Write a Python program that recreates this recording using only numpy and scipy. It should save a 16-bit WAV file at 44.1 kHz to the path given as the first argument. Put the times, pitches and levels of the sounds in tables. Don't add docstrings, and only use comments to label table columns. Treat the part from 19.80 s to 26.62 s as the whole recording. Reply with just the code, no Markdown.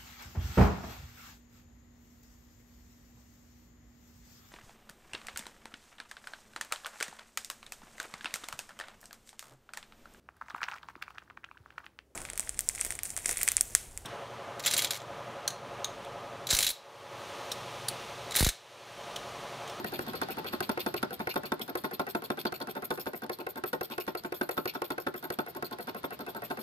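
import sys
import numpy as np
from scipy import signal
from scipy.fft import rfft, irfft
from scipy.io import wavfile
from scipy.ndimage import uniform_filter1d, map_coordinates

SR = 44100
rng = np.random.default_rng(int(sys.argv[2]) if len(sys.argv) > 2 else 0)


def attenuation_scalar(level_db):
    decades = np.asarray(level_db, float) / 20
    return 10 ** decades


def generate_wav(sig):
    pcm = np.round(np.clip(np.atleast_2d(sig).T, -1, 1) * 32767).astype(np.int16)
    wavfile.write(sys.argv[1], SR, pcm)


N = 300762
LEAD = SR // 10


def noise(*shape):
    return rng.standard_normal(shape)


def unit(x):
    return x / np.sqrt(np.mean(x ** 2))


def add(track, s, sound):
    i = LEAD + int(s * SR)
    track[..., i:i + sound.shape[-1]] += sound[..., :track.shape[-1] - i]


def walk(rate):
    k = int(SR / rate)
    steps = np.repeat(noise((N + LEAD) // k + 1), k)
    return uniform_filter1d(steps, k)[:N + LEAD]


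def resonate(x, peaks, patchy_db=0):
    total = 0
    for hz, width, db in peaks:
        edges = [hz - width / 2, hz + width / 2]
        band = signal.sosfilt(signal.butter(2, edges, "band", fs=SR, output="sos"), x)
        total = total + band * attenuation_scalar(db + patchy_db * walk(30))
    return total


def ports(x, lag, unlike):
    n = x.shape[1]
    delay = np.exp(-2j * np.pi * np.arange(n // 2 + 1) / n * lag)
    left, right = x[0] + unlike * x[1], x[0] - unlike * x[1]
    return np.array([left, irfft(rfft(right) * delay, n)])


# (frequency [Hz], level per Hz [dB])
LAB_COLOUR = [(30, -6), (150, 1.5), (360, -5), (740, -12.5), (1500, -15), (2400, -21), (4400, -18),
              (6500, -35), (11000, -36), (13400, -31), (16500, -68.5)]
# (time [s], level [dB])
LAB_SWELL = [
    (0, -46),
    (.5, -45.5),
    (1.5, -52),
    (3.5, -56.5),
    (5, -56.5),
    (6.9, -52),
]


def lab():
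    hz = np.arange((N + LEAD) // 2 + 1) * SR / (N + LEAD) + 1
    colour_hz, colour_db = np.transpose(LAB_COLOUR)
    colour = attenuation_scalar(np.interp(np.log(hz), np.log(colour_hz), colour_db))
    mid, side = rfft(noise(2, N + LEAD)) * colour
    side = side * np.clip(hz / 1200, .22, 1)
    hum = unit(irfft(np.array([mid + side, mid - side]), N + LEAD))
    swell_db = np.interp((np.arange(N + LEAD) - LEAD) / SR, *np.transpose(LAB_SWELL))
    return attenuation_scalar(swell_db) * hum


def room(engine):
    echo_db, t60_s = -5, 0.1459
    t = np.arange(SR // 2) / SR
    echo = noise(2, len(t)) * np.exp(-np.log(1000) * t / t60_s) * (t > .004)
    echo = echo * attenuation_scalar(echo_db) / np.sqrt(np.sum(echo ** 2) / 2)
    echo = signal.sosfilt(signal.butter(1, [280, 1500], "band", fs=SR, output="sos"), echo)
    return signal.fftconvolve(engine, echo, axes=1)[:, :N + LEAD]


CRANK_S = [-.4, .0434, .4847, .9735, 1.4704, 1.9524, 2.42, 2.871, 3.332, 3.8369, 4.3495, 4.8548, 5.3396,
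           5.8237, 6.3052, 6.7711, 7.22]


def crank(down_turn, up_turn, usual, count=86):
    k = np.arange(count)
    even = np.linspace(CRANK_S[0], CRANK_S[-1], len(CRANK_S))
    place = 1 + ((k - 1) // 2 + np.where(k % 2, down_turn, up_turn)) / 3
    drift = map_coordinates(CRANK_S - even, [place])
    s = drift + even[0] + place * (even[1] - even[0])
    return np.column_stack([s, np.array(usual, float)[1 - k % 2]])


# (time [s], steam pressure [dB], wetness [dB], load on the pin [dB])
STEAM_FEED = [(0, 0, 1, 2), (.4, 0, 2, 1), (.7, 0, 3, 0), (1.3, -1, 4, 0), (1.7, -1, 0, 0), (2.1, -1, 2, 1),
              (2.45, 0, -4, -1), (2.75, 0, 2, 1), (3.1, 0, -4, 0), (3.5, -2, -1, -2), (3.8, 0, -7, 0),
              (4.2, 0, 1, -2), (4.5, 0, -3, 0), (5, 0, -1, 0), (5.55, -1, -6, -2), (6, -2, 1, 0),
              (6.3, -3, -3, 0), (6.8, 0, -2, -1)]


def feed(s, order):
    table = np.array(STEAM_FEED)
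    return np.interp(s, table[:, 0], table[:, order])


# (whistle level [dB], time to its surge [ms], length [ms], spit against whistle [dB])
USUAL_PUFF = [
    (-47, 20.5, 24.5, -5),
    (-52, 5.5, 11, -3),
]
# (time [s], whistle level [dB], time to its surge [ms], length [ms])
GUSHES = [(.1367, -47, 5.5, 27), (.2828, -51, 7, 22.5), (.7269, -46.5, 22, 28.3), (.8276, -46.5, 8, 18.6),
          (.9961, -42.5, 11, 23.2), (1.0739, -49.5, 11.5, 23), (1.1651, -46, 11, 18.2),
          (1.2411, -61, 7.5, 10), (1.3299, -44.5, 13, 16.6), (1.4935, -46, 7, 24.7),
          (1.6561, -46.5, 9, 13.9), (1.816, -42, 5.3, 13.1), (1.9749, -45, 4.1, 17.1),
          (2.1351, -48, 13, 18), (2.592, -44, 22.5, 25.6), (3.0437, -45.5, 12, 16.2),
          (3.12, -49.5, .85, 26), (3.1991, -44.5, 11, 19.3), (3.861, -44.5, 23, 30.6),
          (4.1122, -50, 8.5, 27.4), (4.202, -44, 10, 18.4), (4.278, -54, 15.5, 27), (4.5439, -46, 12, 29.4),
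          (4.629, -50, 4.2, 22), (4.7125, -43.5, 5, 15.8), (4.777, -48.5, -1, 30),
          (4.9435, -51.5, 15, 27.4), (5.0418, -47.5, 12, 22.8), (5.4406, -47, 2.9, 10.3),
          (6.248, -51.5, 13.5, 10)]
# (time [s], change in spit level [dB])
WATER_DROPS = [(.4294, 7), (1.3299, -8), (3.1991, 4), (3.3546, -5), (4.7125, 3), (4.8799, 3), (5.0418, 2),
               (1.7360, -8), (2.6667, 7), (2.8179, 3), (5.365, -4), (5.9268, 3), (6.089, 10)]


def puffs():
    rows = crank(.141, .633, USUAL_PUFF)
    rows[:, 1] += feed(rows[:, 0], order=1)
    rows[:, 4] += feed(rows[:, 0], order=2)
    rows[:, 1:] += noise(len(rows), 4) * [1.2, 1.5, 1.5, 1.8]
    for gush in GUSHES:
        rows[np.abs(rows[:, 0] - gush[0]).argmin(), :4] = gush
    for s, db in WATER_DROPS:
        rows[np.abs(rows[:, 0] - s).argmin(), 4] += db
    return rows


def puff_shape(hold_ms, fall_ms, surge_ms):
    t = np.arange(SR // 10) * 1000 / SR
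    shape = np.minimum(t / 0.56, 1) * np.exp(-np.maximum(t - hold_ms, 0) / fall_ms)
    shape = shape * (1 + 0.45 * np.exp(-((t - surge_ms - 2) / 0.99) ** 2))
    return shape / np.sqrt(np.sum(shape ** 2) / SR / 0.0589)


# (frequency [Hz], width [Hz], level [dB])
WHISTLE_BANDS = [(7264, 667, -19.5), (8204, 510, -9.5), (10720, 1870, -15), (12836, 668, -1),
                 (13796, 498, -2), (15500, 550, -23)]
# (frequency [Hz], width [Hz], level [dB])
SPIT_BANDS = [(2590, 685, 5.5), (3395, 480, 7.5), (4362, 393, 9.5), (5251, 627, 0.5)]


def steam():
    flow, wet = np.zeros(N + LEAD), np.zeros(N + LEAD)
    for s, db, surge, length, spit_db in puffs():
        tail = 5.84 + 1.35 * max(length - surge, 0)
        add(flow, s - .002, attenuation_scalar(db - 1.5) * puff_shape(surge + 2, tail, surge))
        add(wet, s - .002, attenuation_scalar(db + spit_db - 0.5) * puff_shape(length, 7.0, surge))
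    sputter = unit(attenuation_scalar(2.69 * walk(300)))
    whistle = unit(resonate(noise(2, N + LEAD), WHISTLE_BANDS, patchy_db=3.0)) * flow * sputter
    spit = unit(resonate(noise(2, N + LEAD), SPIT_BANDS, patchy_db=4.2)) * wet * sputter
    return ports(whistle, lag=-13.2, unlike=.12) + ports(spit, lag=-13.2, unlike=.6)


# (frequency [Hz], width [Hz], level [dB])
TICK_BANDS = [(1332, 880, 13.5), (3884, 3570, 3), (8100, 2630, -0.5), (9920, 1190, 4), (13520, 620, 5)]


def ticks(contacts):
    out, t = np.zeros((2, N + LEAD)), np.arange(SR // 100) / SR
    shape = (1 - np.exp(-t / 0.00148)) * np.exp(-t / 0.00228)
    for s, db in contacts:
        add(out, s, attenuation_scalar(db + 3.5) * noise(2, len(t)) * shape)
    return ports(resonate(out, TICK_BANDS), lag=-12.0, unlike=0.57)


# (time [s], level [dB])
STRAYS = [
    (1.2185, -44),
    (1.5404, -34),
    (2.823, -35),
    (3.1384, -40),
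    (3.1544, -40),
    (3.4625, -42),
]


def stray_ticks():
    return ticks(STRAYS)


# (tick level [dB], knock level [dB], knock start [ms], knock middle [ms], bass share [dB])
USUAL_RATTLE = [
    (-38, -37, 6.1, 16, -6),
    (-38, -35.5, 9.6, 21.5, -3.5),
]
# (time [s], tick level [dB], knock level [dB], bass share [dB])
DOWN_BLOWS = [(.0434, -30, -34.5, -8), (.19, -31.5, -33, -2.5), (.8042, -25, -31, -10),
              (.9735, -45, -31, -26), (1.1398, -28, -31, -10), (1.4704, -34, -31.5, -10),
              (1.9524, -29, -30.5, -33), (2.7217, -32, -36, -15), (3.4944, -31.5, -32.5, -15.5),
              (3.6652, -37, -34, -37), (3.8369, -33, -32, -11), (4.0094, -30, -32, -13),
              (4.1789, -32, -32, -24.5), (4.3495, -35, -34, -23.5), (4.5216, -33.5, -33, -22),
              (4.6902, -29, -32, -34), (4.8548, -28, -32, -9.5), (5.0177, -31, -31, -15.5),
              (5.1793, -36, -34, -28.5), (5.5016, -28, -33, -10), (5.8237, -33, -33.5, -6.5)]
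# (time [s], tick level [dB], knock level [dB], knock middle [ms])
UP_BLOWS = [(.4145, -25.5, -30.5, 10.5), (.7192, -52.5, -31, 20.4), (.8919, -27, -27, 9.9),
            (1.0618, -29, -28, 9), (1.2279, -25, -28.5, 8.5), (1.3927, -38.5, -32.5, 15.6),
            (1.5575, -31, -27.5, 9.7), (1.7187, -30.5, -27.5, 8.9), (2.0375, -35.5, -30.5, 14.5),
            (2.1941, -30, -28.5, 11.2), (2.348, -37.5, -27.5, 9.3), (2.501, -38.5, -28, 7.7),
            (2.6516, -30.5, -28, 8.4), (3.104, -29, -29, 11), (3.2573, -37.5, -32, 17.1),
            (3.9295, -29.5, -29, 11.4), (4.2658, -38.5, -31.5, 20.2), (4.4356, -37.5, -34, 20),
            (4.6111, -32, -27.5, 8.8), (4.7684, -37, -28.5, 17.7), (4.9368, -39.5, -34.5, 23.4),
            (5.103, -29.5, -31, 11), (5.2644, -44.5, -29, 10.5), (5.5868, -31, -28.5, 8.9),
            (6.2309, -39.5, -32.5, 17.8), (6.7007, -39, -31.5, 14.3)]


def strokes():
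    rows = crank(0, .533, USUAL_RATTLE)
    rows = np.column_stack([rows, np.ones(len(rows))])
    rows[:, 1:3] += feed(rows[:, :1], order=3)
    for s, tick_db, db, bass_db in DOWN_BLOWS:
        rows[np.abs(rows[:, 0] - s).argmin()] = s, tick_db, db, 3.4, 8.2, bass_db, 0
    for s, tick_db, db, middle in UP_BLOWS:
        rows[np.abs(rows[:, 0] - s).argmin()] = s, tick_db, db, middle - 6.0, middle, -3, 0
    return rows


def bounces(middle_ms, loose, count=90):
    when, size, face = rng.random((3, count))
    centre = max(middle_ms - 5.5, .5) / 1000
    when = np.clip(np.abs(centre + 3.2 * loose * (when - .55)), 0, .06)
    when[0] = 0
    side = np.cos(np.pi * face * min(160 * loose, 1))
    size = side * attenuation_scalar(-2.2 * np.log(size + 0.012))
    push = np.zeros(SR // 16)
    np.add.at(push, (when * SR).astype(int), size / np.sqrt(np.sum(size ** 2)))
    return push


# (frequency [Hz], time to fade by 60 dB [s], level on a down stroke [dB],
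# level on an up stroke [dB], lead of the left side [radians])
BODY_TONES = [(152.1, 0.1282, -15, -10.5, .1), (232.6, 0.1005, -11, -20.5, 0.9),
              (261.33, 0.0869, -8.5, -1.5, 0.133), (290.68, 0.083, -13.5, 0, 0.42),
              (376.66, 0.1102, -5, -3.5, 0.79), (434.24, 0.0483, 4.5, 3, 0.304),
              (469.95, 0.0419, -38.5, -7, 1.77), (617.3, 0.0733, -9, -6.5, 0.55),
              (733.05, 0.0428, -3.5, -6, 1.083), (760.34, 0.029, 0, 2, 0.654),
              (889.2, 0.0592, -11, -2.5, 1.607), (941.2, 0.0264, -13, -3, 0.5),
              (1043.7, 0.0621, -8.5, -9, 2.26), (1404.7, 0.02, -0.5, -0.5, 2.35),
              (1434, 0.022, -3, 1.5, 1.646), (1506.5, 0.135, -13.5, -14.5, 2.421),
              (2020, 0.01333, 3, 0, 3.661), (2278, 0.0145, -12, -15.5, 5.77),
              (2626.6, 0.0542, -15.5, -21, 5.07), (3560, 0.0553, -66, -14, 4.37),
              (4301, 0.032, -38, -31, 2.96)]


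def ring_body(push, loose, up, bass_db):
    t = np.arange(SR // 10) / SR
    hz, t60, down_db, up_db, lead = np.transpose(BODY_TONES)[:, :, None]
    fade = np.exp(-np.log(1000) * t / (0.7343 * t60)) * (1 - np.exp(-t * hz / 2.47))
    own_hz = hz * (1 + .035 * (rng.random(hz.shape) - .5))
    gain_db = (up_db if up else down_db) + (hz < 330) * (bass_db + (4.0 if up else 10.5))
    gain_db = gain_db - 250 * loose * np.log2(np.maximum(hz / 800, 1))
    hits = np.flatnonzero(push)
    share = np.abs(np.exp(-2j * np.pi * own_hz * hits / SR) @ push[hits])[:, None]
    ring = attenuation_scalar(gain_db) / np.sqrt(share ** 2 + 0.334) * fade
    left, right = [(ring * np.sin(2 * np.pi * own_hz * t + side * lead / 2)).sum(axis=0) for side in (1, -1)]
    return signal.fftconvolve(np.array([left, right]), push[None])


# (frequency [Hz], width [Hz], level [dB])
GRIT_BANDS = [(1434, 718, -3.5), (2439, 630, -4.5), (4252, 2267, -12.5), (6944, 7500, -21.5),
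              (9714, 1700, -18), (13830, 533, -14)]


def grating(scrape):
    grit = signal.lfilter([1], [1, -.985], scrape) * noise(2, N + LEAD)
    return attenuation_scalar(-3.0) * ports(resonate(grit, GRIT_BANDS), lag=10.09, unlike=0.888)


def knocks():
    out, scrape = np.zeros((2, N + LEAD)), np.zeros(N + LEAD)
    for k, (s, _, db, onset, middle, bass_db, rattles) in enumerate(strokes()):
        up = k % 2 == 0
        db = db + rattles * 2.5 * (rng.random() - .5)
        middle = middle + rattles * 4.5 * (rng.random() - .5)
        loose = max(middle - onset - 3.3, .4) / 1000
        push = bounces(middle, loose)
        sound = ring_body(push, loose, up, bass_db)
        loudness = np.sqrt(np.sum(sound.mean(axis=0) ** 2) / SR / 0.0261)
        add(out, s, sound * attenuation_scalar(db - 2.6752) / loudness)
        add(scrape, s, np.abs(push) * attenuation_scalar(db + (2.0 if up else -1.0)))
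    return out + grating(scrape)


def scene():
    engine = steam() + ticks(strokes()[:, :2]) + knocks()
    return (lab() + room(engine) + stray_ticks() + engine)[:, LEAD:]


def low_pass(x):
    return signal.sosfilt(signal.butter(12, 16600, fs=SR, output="sos"), x)


def record(dry):
    x = signal.sosfilt(signal.butter(1, 35, "high", fs=SR, output="sos"), dry)
    x = signal.sosfilt(signal.butter(1, 120, "high", fs=SR, output="sos"), x)
    x = signal.sosfilt(signal.butter(8, 15700, fs=SR, output="sos"), x)
    mix = x * attenuation_scalar(np.array([[.3], [-.3]]))
    return low_pass(mix)


dry = scene()
out = record(dry)
generate_wav(out)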